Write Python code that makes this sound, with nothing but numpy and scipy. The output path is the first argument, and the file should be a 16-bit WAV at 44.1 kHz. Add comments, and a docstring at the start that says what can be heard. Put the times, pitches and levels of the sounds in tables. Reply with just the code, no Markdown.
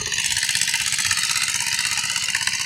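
"""Open field: a single-cylinder diesel drives a well drilling rig, firing about 16 times a second.
Each firing is a set of noise bursts (knock, block ring, exhaust, piston slap, valves) over a steady
gear clatter, all ringing through casing resonances; soft low air pulses lie underneath.
The microphone swings round towards the rig: hollows glide through the tone and the level shifts.
Decaying sines make early bumps on its housing and late rig clanks; shaped noise makes gusts and rumble."""
import sys
import numpy as np
from scipy import signal
from scipy.fft import rfft, irfft
from scipy.io import wavfile
from scipy.ndimage import map_coordinates

SR = 44100
rng = np.random.default_rng(int(sys.argv[2]) if len(sys.argv) > 2 else 0)


def persist_wave(psi):
    """Save psi, clipped to +-1, as 16-bit WAV."""
    counts = np.round(np.clip(psi, -1, 1) * 32767).astype(np.int16)
    wavfile.write(sys.argv[1], SR, np.atleast_2d(counts).T)


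N = 116865
TIME_S = np.arange(N) / SR

# Engine speed. Each row: time in seconds, firings per second.
SPEED = [(0, 16.22), (.45, 16.21), (.65, 16.15), (1.2, 16.15), (1.4, 16.19), (2.12, 16.19), (2.3, 15.92),
         (2.48, 16.15), (2.65, 16.17)]
FIRST_FIRING_S = .0607
# Hard firings. Each row: time in seconds, extra knock in dB, extra block ring in dB.
HARD_FIRINGS = [(.122, 0, 5), (.493, 2, 1), (.555, 2, 0), (.617, 2.5, 3), (.741, 2, 7.5), (1.112, 1.5, 9.5),
                (1.172, 1.5, 3), (1.235, 2, 0), (1.358, 2, 7), (1.79, 1.5, 6), (2.161, 2, 2),
                (2.349, 2.5, 7), (2.473, 5, 11.5)]

# Strokes of a cycle, before colour and casing. Each: delay after firing in seconds, attack in seconds,
# decay in seconds, level in dB, scatter in dB.
KNOCK = (-.0025, .0013, .0032, -15.8, 0.6)
BLOCK_RING = (-.0008, .0016, .0035, -25, 1.2)
EXHAUST = (.0115, .005, .0052, -19.1, 1.0)
EXHAUST_CRACK = (.0142, .0008, .003, -23.5, 1.2)
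PISTON_SLAP = (.0045, .004, .012, -26.4, 1.5)
VALVE_CLOSE = (.0328, .0012, .0055, -24.8, 1.8)
VALVE_SEAT = (-.0165, .002, .006, -24.5, 2.0)
# Spectra of strokes and clatter. Each row: frequency in Hz, relative density in dB per Hz.
KNOCK_COLOUR = [(250, -29), (550, -31), (850, -17), (1200, -8), (1750, -5), (2600, -1), (4000, 0),
                (5000, 0), (6200, -4), (8300, -2), (10500, -10), (13000, -22), (16000, -33)]
BLOCK_COLOUR = [(700, -30), (1200, -13), (1550, -4), (1820, 0), (2200, -8), (2650, -5), (3300, -20),
                (8000, -40)]
EXHAUST_COLOUR = [(250, -21), (550, -24), (900, -13), (1400, -7), (2400, -3), (4200, -2), (6500, -1),
                  (8500, 0), (10500, -7), (13000, -19), (16000, -29)]
CRACK_COLOUR = [(1000, -30), (3000, -12), (6300, -2), (8800, 0), (11000, -4), (13000, -13), (16000, -28)]
SLAP_COLOUR = [(300, -30), (650, -24), (900, -5), (1300, -2), (2000, 0), (2800, 0), (4500, -4), (7000, -11),
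               (14000, -33)]
VALVE_CLOSE_COLOUR = [(500, -28), (1500, -12), (2700, -5), (4300, -1), (6500, 0), (9000, -5), (12500, -18),
                      (16000, -27)]
VALVE_SEAT_COLOUR = [(600, -31), (1300, -7), (2500, 0), (4400, 0), (6000, -10), (9000, -15), (14000, -29)]
CLATTER_COLOUR = [(200, -24), (350, -29), (600, -23), (900, -18), (1400, -6), (2000, -1.5), (2800, 0),
                  (4500, 0), (6500, -8), (9500, -12), (13000, -29), (16000, -44)]
CLATTER_DB, CLATTER_GRAIN_DB = -30.9, 2.5  # level ahead of the casing, unevenness of grains
SAME_SHARE = .35  # share of a stroke's power that is alike in every cycle
STROKE_GRAIN_DB = 1.0
STROKE_RIPPLE_DB, STROKE_RIPPLE_HZ = 3.0, 380  # rms depth and spacing of points on a burst's own spectrum
# Resonances and gaps of casing and covers. Each row: frequency in Hz, width in Hz, boost in dB.
CASING = [(720, 120, -1.5), (930, 50, 13.5), (1285, 70, 6), (1420, 70, -3), (1505, 50, 5), (1830, 120, 3),
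          (2030, 70, 7), (2230, 110, -3), (2450, 90, 4.5), (2755, 85, 8), (2966, 28, 7), (3130, 120, -3),
          (4440, 180, 3), (5863, 110, 3), (6330, 80, 8), (6760, 55, 9), (6920, 150, -4), (7560, 130, -5),
          (7860, 130, 6), (8400, 200, 2), (9040, 200, 3)]
# Low air pulses. Each row: delay after firing in seconds, length in seconds, pitch in Hz, width in Hz,
# relative level in dB.
THUMPS = [(-.003, .0075, 124, 60, -37), (.0115, .0052, 185, 70, -45)]
THUMP_SCATTER_DB = 1.4

# Engine level as the microphone turns. Each row: time in seconds, gain in dB.
LEVEL = [(0, -4.3), (.12, -2.5), (.2, .4), (.55, .2), (1.1, 0), (1.5, .3), (2.0, .7), (2.3, -.8),
         (2.65, -1.4)]
# Treble shelf as it turns. Each row: time in seconds, gain far above TREBLE_HZ in dB.
TREBLE = [(0, -10), (.15, -4), (.3, .3), (.55, 3), (1.0, .7), (1.5, 0), (2.0, -3), (2.65, -4)]
TREBLE_HZ = 8800  # half of the shelf's dB here
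# Gliding hollows, one curve each. Each row: time in seconds, centre in Hz, half width in Hz, gain in dB.
HOLLOWS = [
    [(0, 1480, 120, -17), (.15, 1410, 225, -31), (.36, 1250, 175, -35), (.5, 1190, 180, -22),
     (.68, 1090, 190, -20), (.95, 1040, 120, -16), (1.2, 1060, 85, -15), (1.5, 1150, 105, -18),
     (1.7, 1205, 135, -26), (1.85, 1090, 70, -17), (2.18, 1100, 75, -15), (2.4, 1310, 115, -24),
     (2.65, 1330, 100, -18)],
    [(.4, 1400, 70, 0), (.58, 1360, 80, -10), (1.22, 1560, 80, -10), (1.4, 1600, 80, 0)],
    [(1.7, 1520, 90, 0), (2.05, 1650, 90, -10), (2.24, 1760, 90, -8), (2.33, 1800, 90, 0)],
    [(1.88, 2230, 100, 0), (2.08, 2310, 125, -12), (2.29, 2480, 100, 0)],
    [(0, 3680, 80, -9), (.75, 3680, 140, -7), (1.0, 3700, 130, -12), (1.2, 3490, 160, -22),
     (1.35, 3340, 110, -13), (1.64, 3470, 200, -27), (1.8, 3420, 140, -18), (2.06, 3650, 170, -23),
     (2.32, 3880, 130, 0)],
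    [(1.8, 3200, 110, 0), (2.0, 3260, 150, -12), (2.2, 3300, 130, -12), (2.37, 3510, 215, -28),
     (2.65, 3510, 220, -25)],
]
# Tone while the microphone faces away. Each row: centre in Hz, half width in Hz, gain in dB.
AWAY_TONE = [(2230, 120, -10), (3330, 100, -14), (5280, 250, -24), (5620, 140, 6), (6500, 330, 6),
             (7850, 420, -19), (8800, 130, -20)]
AWAY_UNTIL_S = .19
WANDER_DB, WANDER_S, WANDER_HZ = 2.6, .11, 150  # random tone: depth, patch size in time and pitch

# Clanks of loose rig parts. Each row: start in seconds, pitch in Hz, level in dB.
CLANKS = [(1.972, 840, -28), (2.122, 565, -41), (2.268, 520, -43), (2.352, 1085, -29), (2.415, 1040, -30),
          (2.605, 1050, -29)]
CLANK_DECAY_S = .012
# Bumps on the microphone housing. Each row: start in seconds, level in dB.
BUMPS = [(.013, -29), (.020, -35), (.071, -27), (.102, -40), (.138, -42), (.178, -41)]
# Housing modes. 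Each row: pitch in Hz, relative level in dB, decay in seconds.
BUMP_MODES = [(422, 0, .011), (490, -7, .006), (385, -11, .028)]
# Gusts on the microphone. Each row: centre in seconds, half length in seconds, level in dB.
GUSTS = [(.01, .03, -37), (.065, .02, -35), (.14, .035, -45), (.34, .05, -39), (.83, .025, -44),
         (1.09, .04, -37), (1.38, .02, -52)]
# Spectra of gusts and rumble. Each row: frequency in Hz, relative density in dB per Hz.
WIND_COLOUR = [(20, -14), (50, -5), (95, 0), (150, -10), (300, -30), (800, -48)]
RUMBLE_COLOUR = [(20, -34), (45, -22), (70, -6), (110, -1), (200, 0), (300, -19), (700, -32)]
RUMBLE_DB = -49.6
LOW_CUT_HZ, CUTOFF_HZ = 40, 16200


def from_db(db):
    """Amplitude ratio of a level in dB."""
    return 10 ** (np.asarray(db) / 20)


def rms_one(x):
    """Scale to rms 1."""
    return x / np.sqrt(np.mean(x ** 2) + 1e-20)


def in_time(rows):
    """Columns of a curve at every sample."""
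    times_s, *columns = np.transpose(rows)
    return [np.interp(TIME_S, times_s, column) for column in columns]


def causal(db):
    """Minimum-phase response for gains in dB: the cepstrum is folded onto positive time."""
    cepstrum = irfft(np.log(from_db(db)), axis=0)
    half = len(cepstrum) // 2
    cepstrum[1:half] *= 2
    cepstrum[half + 1:] = 0
    return np.exp(rfft(cepstrum, axis=0))


def colour(x, points, size=4096):
    """Causal filter with the given spectrum and unit power gain for white noise."""
    point_hz, point_db = np.transpose(points)
    bin_hz = np.arange(size // 2 + 1) * SR / size
    db = np.interp(np.log(bin_hz + 1), np.log(point_hz), point_db)
    rms_gain = np.sqrt(np.mean(from_db(db) ** 2))
    return signal.fftconvolve(x, irfft(causal(db)) / rms_gain)[:len(x)]


def resonator(hz, width_hz):
    """Two-pole band-pass coefficients, gain 1 at the peak."""
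    r = np.exp(-np.pi * width_hz / SR)
    numerator = (1 - r * r) / 2 * np.array([1, 0, -1])
    return numerator, [1, -2 * r * np.cos(2 * np.pi * hz / SR), r * r]


def grains(grain_db):
    """Dense tiny impacts of uneven size; rms 1."""
    sizes = from_db(grain_db * rng.standard_normal(N))
    return rms_one(rng.standard_normal(N) * sizes)


def ring(start_s, hz, db, decay_s):
    """One struck mode: a sine with a quick rise and exponential fall."""
    age_s = np.maximum(TIME_S - start_s, 0)
    envelope = np.exp(-age_s / decay_s) * (1 - np.exp(-age_s * hz))
    return from_db(db) * np.sin(2 * np.pi * hz * age_s) * envelope


def firings():
    """Firing times: whole cycles of the integrated speed, plus one firing beyond each end."""
    cycles = np.cumsum(in_time(SPEED)[0]) / SR
    cycles -= np.interp(FIRST_FIRING_S, TIME_S, cycles)
    times = np.interp(np.arange(int(cycles[-1]) + 1), cycles, TIME_S)
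    return np.r_[2 * times[0] - times[1], times, 2 * times[-1] - times[-2]]


def recolour(burst):
    """Each burst excites the metal differently: random peaks and dips in its spectrum."""
    hz = np.arange(rng.uniform(1, STROKE_RIPPLE_HZ), SR / 2, STROKE_RIPPLE_HZ)
    phase = rng.uniform(0, 2 * np.pi, len(hz))
    ripple_db = STROKE_RIPPLE_DB * np.sqrt(2) * np.sin(phase)
    return colour(burst, np.c_[hz, ripple_db], size=1024)


def stroke(times, shape, points, accents=()):
    """A burst of impacts in every cycle, partly alike each time: quick rise, exponential fall."""
    delay_s, attack_s, decay_s, db, scatter_db = shape
    age_s = TIME_S[:SR // 10]
    envelope = np.minimum(age_s / attack_s, 1) * np.exp(-np.maximum(age_s - attack_s, 0) / decay_s)
    alike = grains(STROKE_GRAIN_DB)[:len(age_s)]
    fresh = grains(STROKE_GRAIN_DB)
    half_cycle_s = 1 / SPEED[0][1] / 2
    out = np.zeros(N + 2 * SR)  # one second of margin at each end
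    for s in times:
        at = int((s + delay_s) * SR) + np.arange(len(age_s))
        extra_db = sum(extra for when, extra in accents if abs(when - s) < half_cycle_s)
        impacts = np.sqrt(SAME_SHARE) * alike + np.sqrt(1 - SAME_SHARE) * fresh[at % N]
        gain = from_db(db + extra_db + scatter_db * rng.standard_normal())
        out[SR + at] += gain * recolour(envelope * impacts)
    return colour(out[SR:SR + N], points)


def gear_clatter():
    """Gear teeth: a steady stream of uneven grains."""
    return from_db(CLATTER_DB) * colour(grains(CLATTER_GRAIN_DB), CLATTER_COLOUR)


def engine_metal(times):
    """Strokes and gear clatter ring through the casing: resonators in series add or remove a band."""
    knock_accents = [(s, knock_db) for s, knock_db, _ in HARD_FIRINGS]
    block_accents = [(s, block_db) for s, _, block_db in HARD_FIRINGS]
    x = stroke(times, KNOCK, KNOCK_COLOUR, knock_accents)
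    x += stroke(times, BLOCK_RING, BLOCK_COLOUR, block_accents)
    x += stroke(times, EXHAUST, EXHAUST_COLOUR)
    x += stroke(times, EXHAUST_CRACK, CRACK_COLOUR)
    x += stroke(times, PISTON_SLAP, SLAP_COLOUR)
    x += stroke(times, VALVE_CLOSE, VALVE_CLOSE_COLOUR)
    x += stroke(times, VALVE_SEAT, VALVE_SEAT_COLOUR)
    x += gear_clatter()
    for hz, width_hz, boost_db in CASING:
        band = signal.lfilter(*resonator(hz, width_hz), x)
        x = x + (from_db(boost_db) - 1) * band
    return x


def turning(x, size=1024):
    """Level and tone change as the microphone turns: gliding hollows and a slow random wander."""
    overlap = size - size // 4
    hz, s, frames = signal.stft(x, SR, nperseg=size, noverlap=overlap)
    hz = hz[:, None]

    def along(curve):
        """Columns of a curve at the frame times."""
        return [np.interp(s, TIME_S, column) for column in in_time(curve)]

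    def bell(centre_hz, half_width_hz, gain_db):
        """Gaussian hollow or hump over frequency."""
        return gain_db * np.exp(-((hz - centre_hz) / half_width_hz) ** 2)

    treble_db = along(TREBLE)[0] / (1 + (TREBLE_HZ / (hz + 1)) ** 4)
    hollows_db = sum(bell(*along(curve)) for curve in HOLLOWS)
    facing_away = np.exp(-(s / AWAY_UNTIL_S) ** 4)
    away_db = sum(bell(*row) for row in AWAY_TONE) * facing_away
    patches = rng.standard_normal((256, 256))
    where = np.broadcast_arrays(hz / WANDER_HZ, s / WANDER_S)
    wander_db = WANDER_DB * map_coordinates(patches, where, mode="mirror")
    gain_db = along(LEVEL)[0] + treble_db + hollows_db + away_db + wander_db
    return signal.istft(frames * from_db(gain_db), SR, nperseg=size, noverlap=overlap)[1][:N]


def engine_thumps(times):
    """Soft air pulses: the slope of a triangular push, ringing briefly at a low pitch."""
    out = np.zeros(N)
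    for delay_s, length_s, hz, width_hz, db in THUMPS:
        pushes = np.zeros(N)
        for s in times:
            corners_s = s + delay_s + length_s * np.array([0, .5, 1])
            size = from_db(THUMP_SCATTER_DB * rng.standard_normal())
            pushes += size * np.interp(TIME_S, corners_s, [0, 1, 0])
        slope = np.diff(pushes, prepend=0)
        out -= from_db(db) * rms_one(signal.lfilter(*resonator(hz, width_hz), slope)) / np.pi
    return out


def rig_clanks():
    """Loose rig parts: one short mode per clank."""
    return sum(ring(s, hz, db, CLANK_DECAY_S) for s, hz, db in CLANKS)


def housing_bumps():
    """Knocks on the microphone housing: each excites all of its modes."""
    return sum(ring(s, hz, db + mode_db, decay_s)
               for s, db in BUMPS for hz, mode_db, decay_s in BUMP_MODES)


def wind():
    """Short gusts of low noise over a steady low rumble."""
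    swell = sum(from_db(db) * np.exp(-((TIME_S - s) / half_s) ** 2) for s, half_s, db in GUSTS)
    gusts = swell * colour(rng.standard_normal(N), WIND_COLOUR)
    rumble = from_db(RUMBLE_DB) * colour(rng.standard_normal(N), RUMBLE_COLOUR)
    return gusts + rumble


def scene():
    """Engine, rig, handling and wind in one channel; turning shapes only the engine metal."""
    times = firings()
    engine = turning(engine_metal(times)) + engine_thumps(times)
    return (engine + rig_clanks() + housing_bumps() + wind())[None]


def record(dry):
    """Cut the deepest bass and the top."""
    low_cut = signal.butter(2, LOW_CUT_HZ, "high", fs=SR, output="sos")
    top_cut = signal.ellip(10, .2, 70, CUTOFF_HZ, fs=SR, output="sos")  # .2 dB ripple, 70 dB stop
    return signal.sosfilt(top_cut, signal.sosfilt(low_cut, dry))


dry = scene()
out = record(dry)
persist_wave(out)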